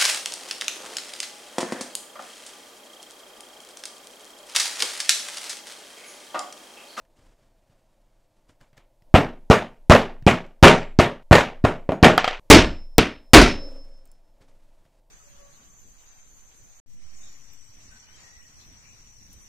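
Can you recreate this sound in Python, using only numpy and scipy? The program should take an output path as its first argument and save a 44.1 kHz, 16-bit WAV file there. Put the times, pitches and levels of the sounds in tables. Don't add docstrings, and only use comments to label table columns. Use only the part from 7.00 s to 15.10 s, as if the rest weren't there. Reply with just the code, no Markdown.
import sys
import numpy as np
from scipy import signal
from scipy.fft import rfft, irfft
from scipy.io import wavfile
from scipy.ndimage import uniform_filter1d

SR = 44100
rng = np.random.default_rng(int(sys.argv[2]) if len(sys.argv) > 2 else 0)


def level_to_linear(level):
    exponent = np.asarray(level, float) / 20
    return 10 ** exponent


def master(y):
    cut = np.clip(np.atleast_2d(y).T, -1, 1)
    pcm = np.round(cut * 32767)
    wavfile.write(sys.argv[1], SR, pcm.astype(np.int16))


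N = 357210

# start_s, thump_db, ring_out_db, hardness_db (crack over ring-out: how squarely it hits)
BLOWS = [(2.1411, 16, -7.5, -4.5), (2.5003, 11.5, -9, 1.5), (2.8978, 19, -2.5, 1), (3.2660, 7.5, -8, 1),
         (3.6274, 24, 4.5, 1.5), (3.989, 6.5, -9.5, 1.5), (4.3112, 16, -4.5, -12.5),
         (4.6406, 1, -15.5, -13), (4.8904, -10, -29, -21), (5.028, 10, -1, -4), (5.5010, 22, 4.5, 8),
         (5.982, 11, -17.5, 24), (6.3340, 20, 5.5, 9)]
HAMMER_FROM_S = 5.4
# start_s, peak_db, pitch_hz, brightness_db_per_octave
SLAPS = [(2.15, -3, 703.3, -7.5), (2.158, -3, 729.2, -0.3792), (2.51, 1.5, 665, -0.9558),
         (2.517, -6.5, 692.8, -3.4052), (2.528, -4, 630.1, 2), (2.911, 5, 630, -4.92),
         (2.921, -0.5, 1151, 1.29), (2.95, 2, 593.4, 0.5), (3.274, -3.5, 711.6, -0.0719),
         (3.632, -4.5, 741.9, 3.5561), (3.643, -1, 545.7, 0.3284), (3.68, 2.5, 616.3, 4.5),
         (3.998, -1, 679.1, -0.0058), (4.327, 6, 639.4, 1.7683), (4.352, 1.5, 488.7, 2.5),
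         (4.382, -3.5, 573.7, 2.5), (4.649, -.5, 630, -2.0117), (4.891, -7.5, 560, -7),
         (4.92, -10, 639.3, -5), (5.044, 3.5, 751.9, 3), (5.099, -8, 669.7, -1.5), (5.51, 9, 1202, 2),
         (5.986, -1.5, 456.2, -3), (6.414, -5.5, 630, 3), (6.46, -10, 1345, -1), (6.477, -15, 456.9, -1)]
# start_s, peak_db
CLACKS = [
    (5.178, -2.5),
    (5.243, -9.5),
    (5.277, -8.5),
    (5.31, -24),
    (5.329, -26),
]
CLACK_HZ, CLACK_BRIGHT = 740, 4.5
# start_s, peak_db, thud_db (re peak), ring_out_db (re peak)
TICKS = [(0.0508, -57, -20.5, -18), (0.6976, -61.5, 12.5, -15), (1.4919, -55.5, 1.5, -20),
         (1.6063, -56.5, -22.5, -14.5), (1.6116, -45.5, -4, -17), (1.7304, -54.5, 3, -14),
         (1.7777, -41, -8.5, -17.5), (2.0217, -53, 2, -22.5), (2.3381, -59, -5, -18.5),
         (3.2246, -44, 13, -24.5), (3.4641, -50, -4, -11), (4.2247, -56.5, -5, -10.5),
         (7.4088, -58, 8, -31), (7.4203, -57, 4, -26.5), (7.4804, -63.5, -9.5, -15),
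         (7.8531, -57.5, 4, -27), (7.8616, -62.5, -6.5, -20)]


def at(table, hz):
    points = np.array(table)
    return np.interp(np.log(hz), np.log(points[:, 0]), points[:, 1])


def colour(table):
    hz = np.arange(1, N // 2 + 2) * SR / N
    x = irfft(rfft(rng.standard_normal(N)) * level_to_linear(at(table, hz)), N)
    return x / x.std()


def walk(rate):
    k = int(SR / rate)
    return uniform_filter1d(np.repeat(rng.standard_normal(N // k + 1), k), k)[:N]


def fade(t, t60):
    return np.exp(-np.log(1000) * t / t60)


def modes(t, hz, db, t60):
    return sum(level_to_linear(d) * fade(t, r) * np.sin(2 * np.pi * f * t) for f, d, r in zip(hz, db, t60))


def crack(t, hz, ms):
    band = signal.butter(3, [hz / 2, hz * 2], "band", fs=SR, output="sos")
    noise = signal.sosfilt(band, rng.standard_normal(len(t)))
    return 2 * noise * np.exp(-t / (ms / 1000))


def strokes(rows, rise):
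    now = np.arange(N) / SR
    return sum(level_to_linear(db - 10 * np.maximum(now - s, (s - now) / rise) / fall_s) for s, db, fall_s in rows)


def add(out, s, sound, rate=SR):
    edits_s = [2.03, 4.232, 5.397, 7.868, 9]
    scene_end_s = min(e for e in edits_s if e > s)
    a = int(s * rate)
    b = min(a + sound.shape[-1], out.shape[-1], int(rate * scene_end_s))
    out[..., a:b] += sound[..., :b - a]


def shop():
    # start_s, shop_noise_db, bench_sway_db
    stretches = [
        (0, 3, -65.5),
        (2.031, 5, -50.5),
        (4.232, 5.5, -45),
        (5.397, 7, -57.5),
        (6.9, 2.5, -54.5),
        (7.868, 1.5, -68),
    ]
    # pitch_hz, level_db (per Hz)
    shop_tone = [(16, -27), (28, 2.5), (39, -17), (66, -35), (118, -20.5), (176, -34), (353, -28),
                 (426, -39.5), (527, -24.5), (670, -24.5), (765, -34.5), (874, -29), (1270, -46),
                 (14400, -53), (16400, -61.5)]
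    noise_base_db = -66
    start, noise_db, sway_db = np.transpose(stretches)
    stretch = np.searchsorted(start, np.arange(N) / SR, "right") - 1
    sway = colour([(5, -20), (13, -12), (17, 0), (20, -16), (26, -40), (60, -80)])
    level_db = noise_base_db + noise_db[stretch]
    mid = colour(shop_tone) * level_to_linear(level_db + 1.2 * walk(3))
    side = colour(shop_tone) * level_to_linear(level_db - 29)
    return np.array([mid + side, mid - side]) + sway * level_to_linear(sway_db[stretch])


def fingers():
    # peak_s, level_db, fade_s (per 10 dB)
    rub = [(.005, -75, .06), (.17, -70, 0.0851), (.22, -72.5, 0.10375), (.39, -77, 0.0749),
           (.71, -79, 0.1767), (1.37, -83.5, 0.0334), (1.495, -65.5, 0.0452), (1.61, -64.5, 0.0513),
           (1.771, -56.5, 0.01953), (6.708, -69.5, 0.24), (7.054, -71.5, .03), (7.415, -64, 0.0243)]
    # pitch_hz, level_db (per Hz)
    rub_tone = [(80, 13.5), (300, 7.5), (1000, 0), (3000, -7), (8000, -11), (11000, -20), (14000, -32)]
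    # start_s, end_s, level_db
    hands_on = [
        (0.1, 1.5, -80),
        (6.7, 7.5, -82.5),
        (7.48, 8, -76.5),
    ]
    # start_s, peak_db, pitch_hz, second_pitch_hz
    snaps = [(6.7244, -61, 5715, 11660), (6.7595, -64, 5710, 12700), (6.8496, -63, 8882, 11860),
             (6.9744, -64.5, 6193, 10710), (7.0544, -49.5, 8615, 14740), (7.0744, -57, 7460, 12700),
             (7.1156, -77, 6450, 11100), (7.1157, -48, 7504, 10290), (7.1362, -66.5, 6230, 10600)]
    # peak_s, peak_db, fade_s (per 10 dB)
    drag = [
        (6.6, -48, 0.1828),
        (6.65, -44, 0.1297),
        (6.76, -52.5, 0.0062),
        (6.87, -58, 0.0006),
        (7.41, -55, 0.0718),
    ]
    # pitch_hz, width_hz, level_db
    drag_tones = [(275, 20, -2.5), (544.5, 36, -1.5), (863, 15.644, -22)]

    out = np.zeros(N)
    t, now = np.arange(int(.1 * SR)) / SR, np.arange(N) / SR
    for s, db, thud_db, _ in TICKS:
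        hz = 1743.1 * np.exp(0.087 * rng.standard_normal())
        click = modes(t, [hz, 130], [-4, thud_db], [.012, .06])
        click += level_to_linear(-8.5) * crack(t, 3047, 2.283)
        click += level_to_linear(-18.5) * crack(t, 9000, 1.174)
        add(out, s, level_to_linear(db) * click)
    for s, db, hz, high_hz in snaps:
        snap = modes(t, [hz, high_hz], [-5, -5], [.02, .015]) + level_to_linear(-15) * crack(t, 9470, 3.37)
        add(out, s, level_to_linear(db) * snap)

    resting = sum(level_to_linear(db) * (now > a) * (now < b) for a, b, db in hands_on)
    skin = strokes(rub, 0.1395) + resting
    out += colour(rub_tone) * skin * level_to_linear(6.5 + 2.1 * walk(80))

    hollow = np.zeros(N)
    for f, width, db in drag_tones:
        hollow += level_to_linear(db) * signal.lfilter(*signal.iirpeak(f, f / width, SR), rng.standard_normal(N))
    scrape = hollow / hollow.std() * strokes(drag, 0.45)
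    return out + scrape * level_to_linear(-2.5 + 2.0283 * walk(40))


def blows():
    # pitch_hz, level_db, t60_s
    bench = [(96.188, -2, 0.18), (173.36, -8.5, 0.26), (241.47, -8.5, .45), (302.49, -13, 0.2),
             (355.12, -10, 0.27), (412.33, -9.5, 0.27), (548.17, -21.5, .5), (630, -9, 0.29),
             (704, -10, 0.15), (931.17, -14.5, .3)]
    out, t = np.zeros(N), np.arange(int(1.3 * SR)) / SR
    hz, db, t60 = np.transpose(bench)
    t60 = np.minimum(t60, .32)
    late = 1 - np.exp(-t / 0.036)
    sway = modes(t, [18], [-27.5], [2.2])
    for s, thump_db, ring_db, hard in BLOWS:
        hammer = s > HAMMER_FROM_S
        push_ms = 1.4 if hammer else 2.6 - .06 * hard
        push = np.sin(np.pi * np.minimum(t * 1000 / push_ms, 1)).clip(0) ** 1.4
        spring_hz = 35 if hammer else 62
        thump = signal.sosfilt(signal.butter(2, spring_hz, "high", fs=SR, output="sos"), push)
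        spot_db = 2.5 * rng.standard_normal(len(hz))
        wood = modes(t, hz, db + spot_db, t60)
        contact = crack(t, 4500 if hammer else 2600, 0.9371)
        blow = level_to_linear(thump_db) * thump + level_to_linear(ring_db + hard) * contact + level_to_linear(ring_db) * late * (wood + sway)
        add(out, s, blow)
    return out


def ring_out(strikes):
    # pitch_hz, level_db (per Hz)
    mallet_tone = [(18, -32), (30, -11.5), (100, -15.5), (127, -3), (345, -9.5), (740, -12), (844, -16),
                   (2480, -24), (4780, -41), (6900, -43.5), (9970, -56), (13700, -56.5), (16000, -70)]
    # pitch_hz, level_db (per Hz)
    hammer_tone = [(18, -32), (30, -2.5), (70, -2), (134, -8.5), (259, 0.5), (426, -8.5), (801, -15.5),
                   (2540, -17.5), (5040, -27.5), (5450, -26), (5900, -34), (8520, -35.5), (16000, -63.5)]
    # pitch_hz, t60_s
    ring_t60 = [(40, 0.43), (160, 0.3092), (420, 0.30738), (1100, 0.27399), (2900, 0.27328),
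                (6000, 0.24679), (9000, 0.17), (14000, 0.052)]
    # pitch_hz, side_db (re mid)
    apart = [(60, -33), (110, -32), (200, -44), (380, -42), (700, -37.5), (1290, -37), (2380, -33.5),
             (4400, -25.5), (8120, -22.5), (15000, -15)]
    bands_hz = 35 * 2 ** np.arange(0, 9, 1 / 3)
    step = 30
    power = np.zeros((len(bands_hz), N // step))
    t = np.arange(0, int(.9 * SR), step) / SR
    lasting = fade(t, at(ring_t60, bands_hz)[:, None] / 2)
    early = fade(t, 0.037 / 2)
    for s, db, bright, rise, cut_hz, top_hz, early_db in strikes:
        body_db = at(hammer_tone if s > HAMMER_FROM_S else mallet_tone, bands_hz)
        tilt_db = bright * np.log2(np.minimum(bands_hz, 4500) / 500)
        gain = level_to_linear(db + body_db + tilt_db) ** 2 * bands_hz / 500
        gain /= (1 + (cut_hz / bands_hz) ** 4) * (1 + (bands_hz / top_hz) ** 4)
        fading = lasting + level_to_linear(early_db) ** 2 * early
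        add(power, s, gain[:, None] * fading * (1 - np.exp(-(t / rise) ** 2)), SR / step)

    hz = np.arange(N // 2 + 1) * SR / N + 1e-9
    mid, side, rattle = 0, 0, walk(260)
    for f, p in zip(bands_hz, power):
        band = np.exp(-(np.log2(hz / f) * 4) ** 2)
        one, other = (irfft(rfft(rng.standard_normal(N)) * band, N) for _ in range(2))
        unsteady_db = 1.7 * rattle * min(f / 900, 1) + 1.6 * walk(25)
        size = np.repeat(np.sqrt(p), step) * level_to_linear(unsteady_db) / one.std()
        mid = mid + size * one
        side = side + size * other * level_to_linear(at(apart, f) - 5.0)
    return np.array([mid + side, mid - side])


def steel(strikes):
    # pitch_hz, level_db (re ring-out), t60_s
    loose_steel = [(5335, -33, .23), (6288, -38, .2), (6713, -33, .24), (7607, -45, .4), (8100, -40, .17),
                   (8420, -36, .21), (8778, -41, .27), (9376, -33, .22), (9900, -41, .18),
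                   (10450, -46, .29), (10900, -44, .17), (11755, -42, .24), (12200, -40, .2),
                   (12650, -45, .16), (13220, -43, .23), (13470, -47, .19), (14000, -49, .17),
                   (14700, -51, .16)]
    # pitch_hz, level_db, t60_s
    hammer_head = [(1750, -22, .15), (2645, -19, .2), (2757, -18, .24), (2935, -20, .2), (3391, -25, .27),
                   (3919, -25, .43), (4388, -30, .25), (4613, -22, .33), (5410, -29, .25)]
    # pitch_hz, level_db, t60_s
    bell = [(5276, 0, .98), (5269.7, -15, 1.3)]
    # start_s, head_ring_db, tilt_db_per_octave (above 3 kHz), long_ring_db
    head_blows = [
        (5.5010, -7, -4, -38.5),
        (5.9827, -10, -29.5, -50),
        (6.335, -2, 12, -27),
    ]

    def ring(table):
        tones = np.array([modes(t, [f], [db], [t60]) for f, db, t60 in table])
        return tones * (1 - np.exp(-t / 0.012))

    out, t = np.zeros(N), np.arange(int(.45 * SR)) / SR
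    loose = ring(np.array(loose_steel) * [1, 1, .95])
    head = ring(hammer_head)
    treble_db = -5 * np.log2(np.array(loose_steel)[:, 0] / 9000).clip(0)
    for s, db, bright, *_ in strikes:
        shake_db = db + min(db + 18, 0) + 2.0 * min(bright, 1) + 5 * (s > HAMMER_FROM_S)
        chance_db = 4.0 * rng.standard_normal(len(loose))
        add(out, s, level_to_linear(shake_db + treble_db + chance_db) @ loose)

    long = np.arange(int(1.3 * SR)) / SR
    swell = 1 - np.exp(-long / .02)
    octaves_above = np.log2(np.maximum(np.array(hammer_head)[:, 0] / 3000, 1))
    for s, head_db, tilt, bell_db in head_blows:
        chance_db = 1.5 * rng.standard_normal(len(head))
        add(out, s, level_to_linear(head_db + tilt * octaves_above + chance_db) @ head)
        add(out, s, level_to_linear(bell_db) * modes(long, *np.transpose(bell)) * swell)
    return out


def slaps():
    out, t = np.zeros(N), np.arange(int(.08 * SR)) / SR
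    landing = np.sin(np.pi / 2 * np.minimum(t / .00025, 1)) ** 2
    overtone = np.array([1, 1.7, 2.9, 4.3, 6.4])
    overtone_db = np.array([-2, -7, -11.5, -17.5, -23])
    overtone_t60 = [0.033, 0.026, 0.0097, 0.029, 0.013]
    for s, db, hz, bright in SLAPS + [(s, db, CLACK_HZ, CLACK_BRIGHT) for s, db in CLACKS]:
        plate = modes(t, hz * overtone, overtone_db + bright * np.log2(overtone), overtone_t60)
        crack_db = -11 + 1.1154 * min(db, 0) + .8 * min(bright, 0)
        add(out, s + .0006, level_to_linear(db) * landing * (plate + level_to_linear(crack_db) * crack(t, 2300, 1.3)))
    for s, db in CLACKS:
        add(out, s, level_to_linear(3.5 * db - 12) * crack(t, 8000, 1.0387))
    return out


def scene():
    open_hz = 40000
    blow_early_db = 7.5
    strikes = []
    for s, _, ring_db, hard in BLOWS:
        hammer = s > HAMMER_FROM_S
        bright = 1.1 if hammer else 2.228 + 0.133 * hard
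        strikes.append((s, ring_db, bright, .007 if hammer else .012, 25, open_hz, blow_early_db))
    strikes += [(s, db - 12 - .3 * bright, bright, .0015, 520, open_hz, 7) for s, db, _, bright in SLAPS]

    light = [(s, db - 16, CLACK_BRIGHT, .0015, 560, 5000, 7.5) for s, db in CLACKS]
    light.append((5.984, -23, 6, .003, 700, 2500, 6.5))
    light += [(s, db + ring_db, 3.5, .003, 150, open_hz, blow_early_db) for s, db, _, ring_db in TICKS]

    near = fingers() + blows() + steel(strikes) + slaps()
    bright_echo = near + 12 * np.gradient(uniform_filter1d(near, size=6))
    wall = level_to_linear(-39) * np.roll(bright_echo, int(.0043 * SR)) * np.array([[1], [-1]])
    return shop() + near + wall + ring_out(strikes + light)


def band_limit(x):
    return signal.sosfilt(signal.butter(12, 16600, fs=SR, output="sos"), x)


def record(dry):
    knee, full = 9, .995
    flat = full * dry / (1 + np.abs(dry) ** knee) ** (1 / knee)
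    top = signal.ellip(8, .3, 30, 15700, fs=SR, output="sos")
    return band_limit(signal.sosfilt(top, flat))


dry = scene()
out = record(dry)
master(out)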